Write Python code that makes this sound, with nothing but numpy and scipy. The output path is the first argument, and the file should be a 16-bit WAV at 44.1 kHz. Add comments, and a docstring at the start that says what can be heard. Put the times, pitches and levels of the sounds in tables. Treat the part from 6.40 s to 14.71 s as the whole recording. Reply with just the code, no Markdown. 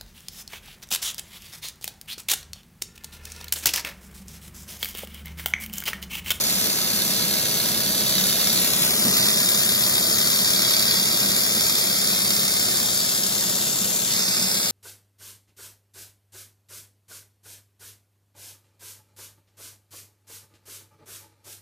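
"""A handheld laser welder runs along a steel seam: its vapour jet is filtered noise with tiny bursts and spatter pops.
The beam wobbles across the seam 34 times a second, and each sweep repeats the same swells: a fast flutter.
Chiller and cabinet fans drone behind, made of filtered noise and wavering sine tones; the phone is softly bumped.
The phone moves in close and draws back; plate reflections and the shading of one port (sound opening) sweep the hiss."""
import sys
import numpy as np
from scipy import signal
from scipy.fft import rfft, irfft, next_fast_len
from scipy.io import wavfile

SR = 44100
rng = np.random.default_rng(int(sys.argv[2]) if len(sys.argv) > 2 else 0)


def generate_wav(signal):
    """Clip the signal to [-1, 1] and save it as 16-bit WAV at the path in sys.argv[1]."""
    frames = np.transpose(np.atleast_2d(signal))
    scaled = np.clip(frames, -1, 1) * 32767
    pcm = np.round(scaled).astype(np.int16)
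    wavfile.write(sys.argv[1], SR, pcm)


N = 366471
TIME = np.arange(N) / SR  # the time of every sample, in s


def undb(db):
    """Turn decibels into a gain."""
    return 10 ** (np.asarray(db) / 20)


def unit(x):
    """Scale a sound to an average (rms) strength of 1."""
    return x / np.sqrt(np.mean(x ** 2))


def curves(table, t=TIME):
    """Return each column after the time, joined by straight lines."""
    s, *columns = np.transpose(table)
    return [np.interp(t, s, column) for column in columns]


def colour(x, points):
    """Filter a sound by (frequency [Hz], level [dB]) points, then scale it to rms 1."""
    hz, db = np.transpose(points)
    size = next_fast_len(N, True)
    f = np.fft.rfftfreq(size, 1 / SR) + 1  # the 1 avoids the logarithm of zero
    gain = undb(np.interp(np.log(f), np.log(hz), db))
    return unit(irfft(rfft(x, size) * gain, size)[..., :N])


def walk(rate):
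    """Wander at random, with this many new values a second joined by lines and a spread near 1."""
    steps = rng.standard_normal(20000)
    return 1.272 * np.interp(TIME * rate, np.arange(len(steps)), steps)


def bell(x, centre, width):
    """Draw a smooth hump of height 1."""
    return np.exp(-.5 * ((x - centre) / width) ** 2)


def delayed(fine, lag_ms):
    """Read a four times oversampled sound at a moving delay."""
    position = np.rint(4 * SR * (TIME - lag_ms / 1000)).astype(int)
    return np.take(fine, position, mode="wrap")


# colour of the fans' air noise: (frequency [Hz], relative level [dB per Hz])
FAN_COLOUR = [(25, -30), (60, -16.5), (100, -9.5), (138, -4.5), (162, -7.5), (184, -3.5), (222, -2),
              (250, -7.5), (295, -11), (350, -9.5), (500, -13), (640, -11), (820, -21), (1100, -21),
              (3000, -80)]
# colour of the fan noise that differs between the ports: (frequency [Hz], relative level [dB per Hz])
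FAN_SIDE_COLOUR = [(25, -14), (60, -4.5), (110, -1), (200, 1.2), (300, -2.5), (650, -2.5), (1000, -7.5),
                   (3000, -17), (12000, -35)]
# tones of motors and blades: (centre frequency [Hz], relative level [dB])
HUM_TONES = [(183.2, -44.5), (346, -52), (411, -57.5), (440, -50.5), (652, -61.5), (118.5, -56)]
# resonance of the cabinet: (frequency [Hz], relative level [dB per Hz])
DRONE_COLOUR = [(120, -48), (175, -10), (196, 5), (220, -10), (300, -50), (1000, -80)]
# level of the fans: (time [s], level [dB])
FAN_LEVEL = [(0, -1.3), (2.1, 0.3), (2.6, 2), (2.9, -0.15), (8.3, -3.5)]


def fans(air_db=-35.0, side_db=-10, rush_db=2.13, hum_db=-1.0, wander_hz=2.6,
         surge_db=0.3, drone_db=-42, throb_db=1.0):
    """Air rushes through the cabinets as noise; a resonance throbs, and motor tones waver in pitch."""
    level_db = curves(FAN_LEVEL)[0] + surge_db * walk(7)
    mid = colour(rng.standard_normal(N), FAN_COLOUR + [(12000, -73)])
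    side = colour(rng.standard_normal(N), FAN_SIDE_COLOUR)
    opposite = np.array([[1], [-1]])  # the side noise has the opposite sign at the other port
    air = undb(air_db) * (mid + undb(side_db) * side * opposite)
    above_bass = signal.butter(2, 280, "high", fs=SR, output="sos")
    rush = (undb(rush_db) - 1) * signal.sosfiltfilt(above_bass, air)

    hum = 0
    for hz, db in HUM_TONES:
        phase = 2 * np.pi * np.cumsum(hz + wander_hz * walk(6)) / SR
        hum = hum + undb(db + hum_db) * unit(np.sin(phase))

    drone = unit(undb(throb_db * walk(11)) * colour(rng.standard_normal(N), DRONE_COLOUR))
    # the drone follows only half of the level changes
    return undb(level_db) * (air + rush + hum) + undb(drone_db + level_db / 2) * drone


def bump(at_s=2.664, width_s=0.012, level_db=-27):
    """The hand bumps the phone: a short dull knock of low noise comes through its case."""
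    dull = [(60, -31), (220, 16), (450, -8), (1000, -5), (2000, -32), (8000, -60)]
    thud = colour(rng.standard_normal(N), dull)
    return undb(level_db) * thud * bell(TIME, at_s, width_s)


NEAR_M = .3  # the distance that counts as 0 dB of closeness
# the phone moves in and draws back: (time [s], distance from the weld [m])
DISTANCE = [(0, 0.42), (1.4, 0.41), (2.1, 0.32), (3.1, 0.26), (4.6, 0.3), (6.3, .34), (7.2, 0.44),
            (8.3, 0.41)]


def closeness(t=TIME):
    """Tell how much nearer the phone is than NEAR_M, in dB."""
    return 20 * np.log10(NEAR_M / curves(DISTANCE, t)[0])


# how the phone faces the weld: (time [s], turn [0 = facing it, 1 = side-on])
FACING = [(0, 0.2), (1.2, -0.12), (2.2, -0.051), (2.4, 0.088), (2.55, 0.64), (2.75, 0.75), (3.1, 0.81),
          (6.1, 1), (6.8, 1.27), (7.35, 1.22), (7.62, 1.3), (7.8, 1.08), (8.3, 1.2)]


def turned(start, change, t=TIME):
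    """Shift a quantity in proportion to the phone's turn."""
    return start + change * curves(FACING, t)[0]


def workshop(x, t60=0.14):
    """The hall's blurred tail is noise that follows the weld's power, unrelated at each port."""
    age = np.arange(SR // 2) / SR
    fade = undb(-60 * age / t60) ** 2  # the power falls by 60 dB in t60 seconds
    power = np.abs(signal.fftconvolve(x ** 2, fade)[:N])
    noise = rng.standard_normal((2, N))
    return colour(np.sqrt(power) * noise, [(40, -40), (150, -25)] + list(HISS_COLOUR))


# short echoes off torch, glove, plate and bench:
# (delay at NEAR_M [ms], slide [ms per dB of closeness], gain [ratio])
ECHOES = [(0.544, .009, 0.091), (.75, 1.54, -.08), (1.0, 0.5, -0.033), (1.2, 0, -0.14), (1.474, 0.1, 0.15),
          (1.94, -0.6, 0.052), (2.143, -2.5, 0.25), (6, 1, -0.0046)]


def reflections(x, echo_db=0, slide_ms_per_db=.5, count=14):
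    """Nearby things echo the hiss and farther ones scatter it; rows: direct, left and right scatter."""
    near_db = closeness()
    fine = signal.resample_poly(x, 4, 1)  # finer steps let the delays slide smoothly
    echoes = sum(gain * delayed(fine, ms + slide * near_db) for ms, slide, gain in ECHOES)
    sway_ms = slide_ms_per_db * near_db + .02 * walk(1.5)
    # for each port: pairs of a delay in ms and its share of the sway
    paths = rng.uniform([2.5, -.7], [12, .7], (2, count, 2))
    left, right = (unit(sum(delayed(fine, lag + share * sway_ms) for lag, share in rows)) for rows in paths)
    return unit(x + undb(echo_db) * echoes), left, right


def notch(f, hz, width_hz, depth_db):
    """A cavity swallows one frequency, and the phase swings across it (complex gain)."""
    detune = 1j * (f - hz) / width_hz
    return (detune + undb(-depth_db)) / (detune + 1)


# bands in which the ports oppose each other:
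# (time [s], lower band [Hz], its share [0-1], upper band [Hz], its share [0-1])
HOLLOW = [(0, 4970, 0.05, 8400, 1), (.45, 5200, 0, 8500, .95), (.65, 5260, 0.1, 8600, 0.26),
          (1.55, 5160, 0.1, 9000, 0.33), (1.8, 4900, 0.2, 8840, 0.97), (2.35, 4600, 0.2, 8760, 0.97),
          (2.55, 3100, 0.1, 8300, 1), (2.8, 3160, 1, 8450, 1), (3.0, 2840, 1, 8400, 1),
          (6.15, 2880, 1, 8370, 1), (6.7, 2840, 0.3, 8500, 0.35), (7.3, 2080, 0.4, 8500, 0.24),
          (7.7, 1990, 0.14, 8300, 0.3), (7.8, 3080, .95, 7260, 0.2), (8.3, 2930, 0.6, 5700, 0.64)]


def opposition(f, t, low_width_hz=280, high_width_hz=700):
    """Give the share of opposite phase at the ports: two bands in which the hiss sounds hollow."""
    def band(hz, width_hz):
        return 1 / (1 + ((f - hz) / width_hz) ** 6)

    low_hz, low, high_hz, high = curves(HOLLOW, t)
    return np.clip(low * band(low_hz, low_width_hz) + high * band(high_hz, high_width_hz), 0, 1)


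# a broad rise of the hiss near 8 kHz: (time [s], centre [Hz], lift [dB])
PRESENCE = [(0, 7950, 4.5), (.9, 7800, 1.5), (2.2, 7900, 3.5), (4.5, 7800, 2.5), (6.2, 7750, 5.5),
            (7.2, 7470, 7), (7.7, 7500, 8), (8.3, 7500, 6)]
# the jet flares up, mostly in its middle range: (time [s], width [s], lift [dB])
FLARES = [(.78, 0.047, 2.5), (4.33, 0.22, 3), (7.88, 0.11, 1)]


def radiation(f, t, near_gain=1, body_db=0.94, flare_hz=4330, flare_width_hz=1750,
              bright_db=4, bright_db_per_s=-0.5, top_db=-3, top_db_per_s=0.4,
              dip_hz=14000, dip_slide_hz_per_db=520, dip_width_hz=330, dip_db=6):
    """The hiss is louder when near or flaring, and its colour follows the angle of the jet (gain in dB)."""
    near_db = closeness(t)
    presence_hz, presence_db = curves(PRESENCE, t)
    body = body_db * bell(f, 1660, 610)
    presence = presence_db * bell(f, presence_hz, 860)
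    # the treble dulls as the torch travels along the seam
    bright = (bright_db + bright_db_per_s * t) * bell(f, 13600, 1300)
    flare = sum(db * bell(t, s, width) for s, width, db in FLARES) * bell(f, flare_hz, flare_width_hz)
    # the very top slowly opens up
    top = (top_db + top_db_per_s * t) * np.clip((f - 13500) / 2000, 0, 1)
    # a dip in the top octave slides down as the phone comes near
    dip = dip_db * bell(f, dip_hz - dip_slide_hz_per_db * near_db, dip_width_hz)
    return near_gain * near_db + flare + body + presence + bright + top - dip


# phase by which the left port leads when the phone faces the weld: (frequency [Hz], lead [radians])
LEAD_FACING = [(600, -0.5), (2500, 0.8), (3100, 1.5), (4000, 1.1), (4700, 2), (5200, 3.5), (6200, 7),
               (7000, 8), (7900, 10), (9000, 8.5), (10000, 8.5), (15000, 7)]
# the same lead when the phone is side-on: (frequency [Hz], lead [radians])
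LEAD_SIDE_ON = [(600, 0), (2200, 1.63), (2850, 3.5), (3700, 4.5), (4750, 6), (5900, 7), (7100, 8),
                (7900, 9.5), (9000, 10), (10000, 9), (15000, 7.5)]
# colour of the shaded right port:
# (time [s], notch [Hz], notch depth [dB], resonance height [dB], level below the top range [dB])
SHADING = [(0, 6760, 0.5, 5, -0.5), (2.15, 6800, 2, 5.5, 0.5), (2.35, 5800, 12, -4, 1.5),
           (2.66, 6140, 6, 1, -1.5), (2.8, 6400, 4, 0.5, 4), (3.1, 5900, 10, 5.5, -2),
           (4.3, 6030, 18, 6.5, 0.5), (6.1, 6370, 10, 7.5, -0.5), (7.4, 5900, 12, 7, -.5),
           (7.64, 5500, 9, 0, -2.5), (7.72, 6800, 20, 4, 2.5), (7.82, 7700, 2, 6.5, 1),
           (8.3, 7240, 8, 9.5, .5)]


def ports(direct, room, room_at_near_db=-3.5, near_dry=0.41, lift_width_hz=380,
          dip_hz=3900, dip_width_hz=170, dip_db=4, shade_top_hz=7500):
    """The two ports hear the weld with different phase; the right one has a moving resonance and notch."""
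    # coming closer weakens the room against the direct sound, by near_dry dB per dB of closeness
    room_db = room_at_near_db - near_dry * closeness()
    both = np.vstack([direct, undb(room_db) * room]) / np.sqrt(1 + undb(2 * room_db))
    f, t, (near, far_left, far_right) = signal.stft(both, SR, nperseg=512)
    f = f[:, None]

    facing = np.interp(f, *np.transpose(LEAD_FACING))
    side_on = np.interp(f, *np.transpose(LEAD_SIDE_ON))
    lead = turned(facing, side_on - facing, t)
    left = near + far_left
    right = near * np.exp(-1j * lead) + far_right

    shade_hz, shade_db, lift_db, right_db = curves(SHADING, t)
    right = right * notch(f, shade_hz, turned(910, 220, t), shade_db)
    lift = lift_db * bell(f, turned(4590, 330, t), lift_width_hz)
    dip = turned(0, dip_db, t) * bell(f, dip_hz, dip_width_hz)
    low_dip = 2 * bell(f, 1100, 660)
    level = right_db * np.clip((shade_top_hz - f) / 2000, 0, 1)
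    right = right * undb(lift - dip - low_dip + level)

    opposed = opposition(f, t)
    right = (1 - opposed) * right - opposed * left
    heard = np.array([left, right]) * undb(radiation(f, t))
    return signal.istft(heard, SR)[1][:, :N]


# the jet swells as the beam crosses the joint:
# (place in the sweep [share of a sweep], width [share of a sweep], lift [dB])
CROSSINGS = [(.265, 0.09, 11), (.582, 0.023, 7.5), (.81, 0.093, 8)]


def wobble(sweeps_hz=34.427, first_start=.11, trough_db=-4.8, rise_ratio=1.36):
    """Every sweep of the beam repeats the same swells of the jet (strength in dB)."""
    sweeps = TIME * sweeps_hz - first_start
    level_db = trough_db
    for at, width, db in CROSSINGS:
        past = (sweeps - at + .5) % 1 - .5  # how far the beam is past the crossing
        # a swell builds more slowly than it falls
        level_db = level_db + db * bell(past, 0, width * np.where(past < 0, rise_ratio, 1))
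    return level_db


# colour of the vapour jet: (frequency [Hz], relative level [dB per Hz])
HISS_COLOUR = [(300, -15.5), (1000, -10.5), (1500, -7), (2400, -10.5), (3000, -9), (3450, 1), (5400, 1),
               (6500, -1.5), (8300, -4.5), (9600, 0.5), (10600, -3), (12600, -3), (13900, -8.5),
               (15600, -10.5)]
# spatter pops: (time [s], relative level [dB])
POPS = [(1.693, -15), (1.781, -15), (2.886, -10), (3.089, -8), (3.567, -9), (3.784, -13), (4.3076, -7),
        (4.366, -8), (4.394, -9), (4.51, -7), (4.597, -7), (5.035, -11), (5.295, -11), (5.6725, -10),
        (5.905, -5), (6.0784, -7), (6.3986, -14), (6.8354, -9)]


def jet(rough_db=1.0, flicker_db=0.41, bursts_per_s=1800, crackle_db=-7, grain_db=1.5,
        pop_db=23, pop_rise_s=0.00046, pop_s=0.0018, shield_db=-8):
    """Vapour hiss and tiny melt bursts swell with each sweep; pops are added, shielding gas flows evenly."""
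    strength = undb(wobble() + rough_db * walk(450) + flicker_db * walk(30))
    happens = rng.random(N) < bursts_per_s / SR
    size_db = grain_db * np.minimum(rng.exponential(size=N), 4.5)
    bursts = happens * undb(size_db) * rng.choice([-1, 1], N)
    vapour = unit(strength * (rng.standard_normal(N) + undb(crackle_db) * unit(bursts)))

    # each drop of melt blows out within a few milliseconds
    age = np.arange(512) / SR
    for s, level_db in POPS:
        start = int(s * SR)
        envelope = (1 - np.exp(-age / pop_rise_s)) * np.exp(-age / pop_s)
        pop = undb(level_db + pop_db) * envelope * rng.uniform(-1.35, 1, len(age))
        vapour[start:start + len(age)] += pop[:N - start]

    shield = colour(rng.standard_normal(N), [(1000, -14), (5000, -9.5), (9000, 4.0), (16000, -7.5)])
    return colour(vapour + undb(shield_db) * shield, [(40, -52), (150, -20)] + list(HISS_COLOUR))


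# colour of the scattered sound and the hall: (frequency [Hz], relative level [dB])
ROOM_COLOUR = [(300, -2), (1800, 1), (2400, 6), (2900, 5.5), (3600, -4.5), (6800, -0.5), (8400, -3),
               (10000, -3.5), (12000, -0.5), (14500, 4.5)]


def scene(hall_db=-4, hiss_db=-19.5):
    """Put the weld close by and the machines behind it."""
    weld = jet()
    direct, *scatter = reflections(weld)
    room = colour(np.array(scatter) + undb(hall_db) * workshop(weld), ROOM_COLOUR)
    return fans() + bump() + undb(hiss_db) * ports(direct, room)


def record(dry, top_hz=15750):
    """The phone rounds the sharpest peaks and cuts the top."""
    rounded = .9 * np.tanh(dry / .9)
    top_cut = signal.ellip(12, .1, 80, top_hz, fs=SR, output="sos")
    return signal.sosfilt(top_cut, rounded)


dry = scene()
out = record(dry)
generate_wav(out)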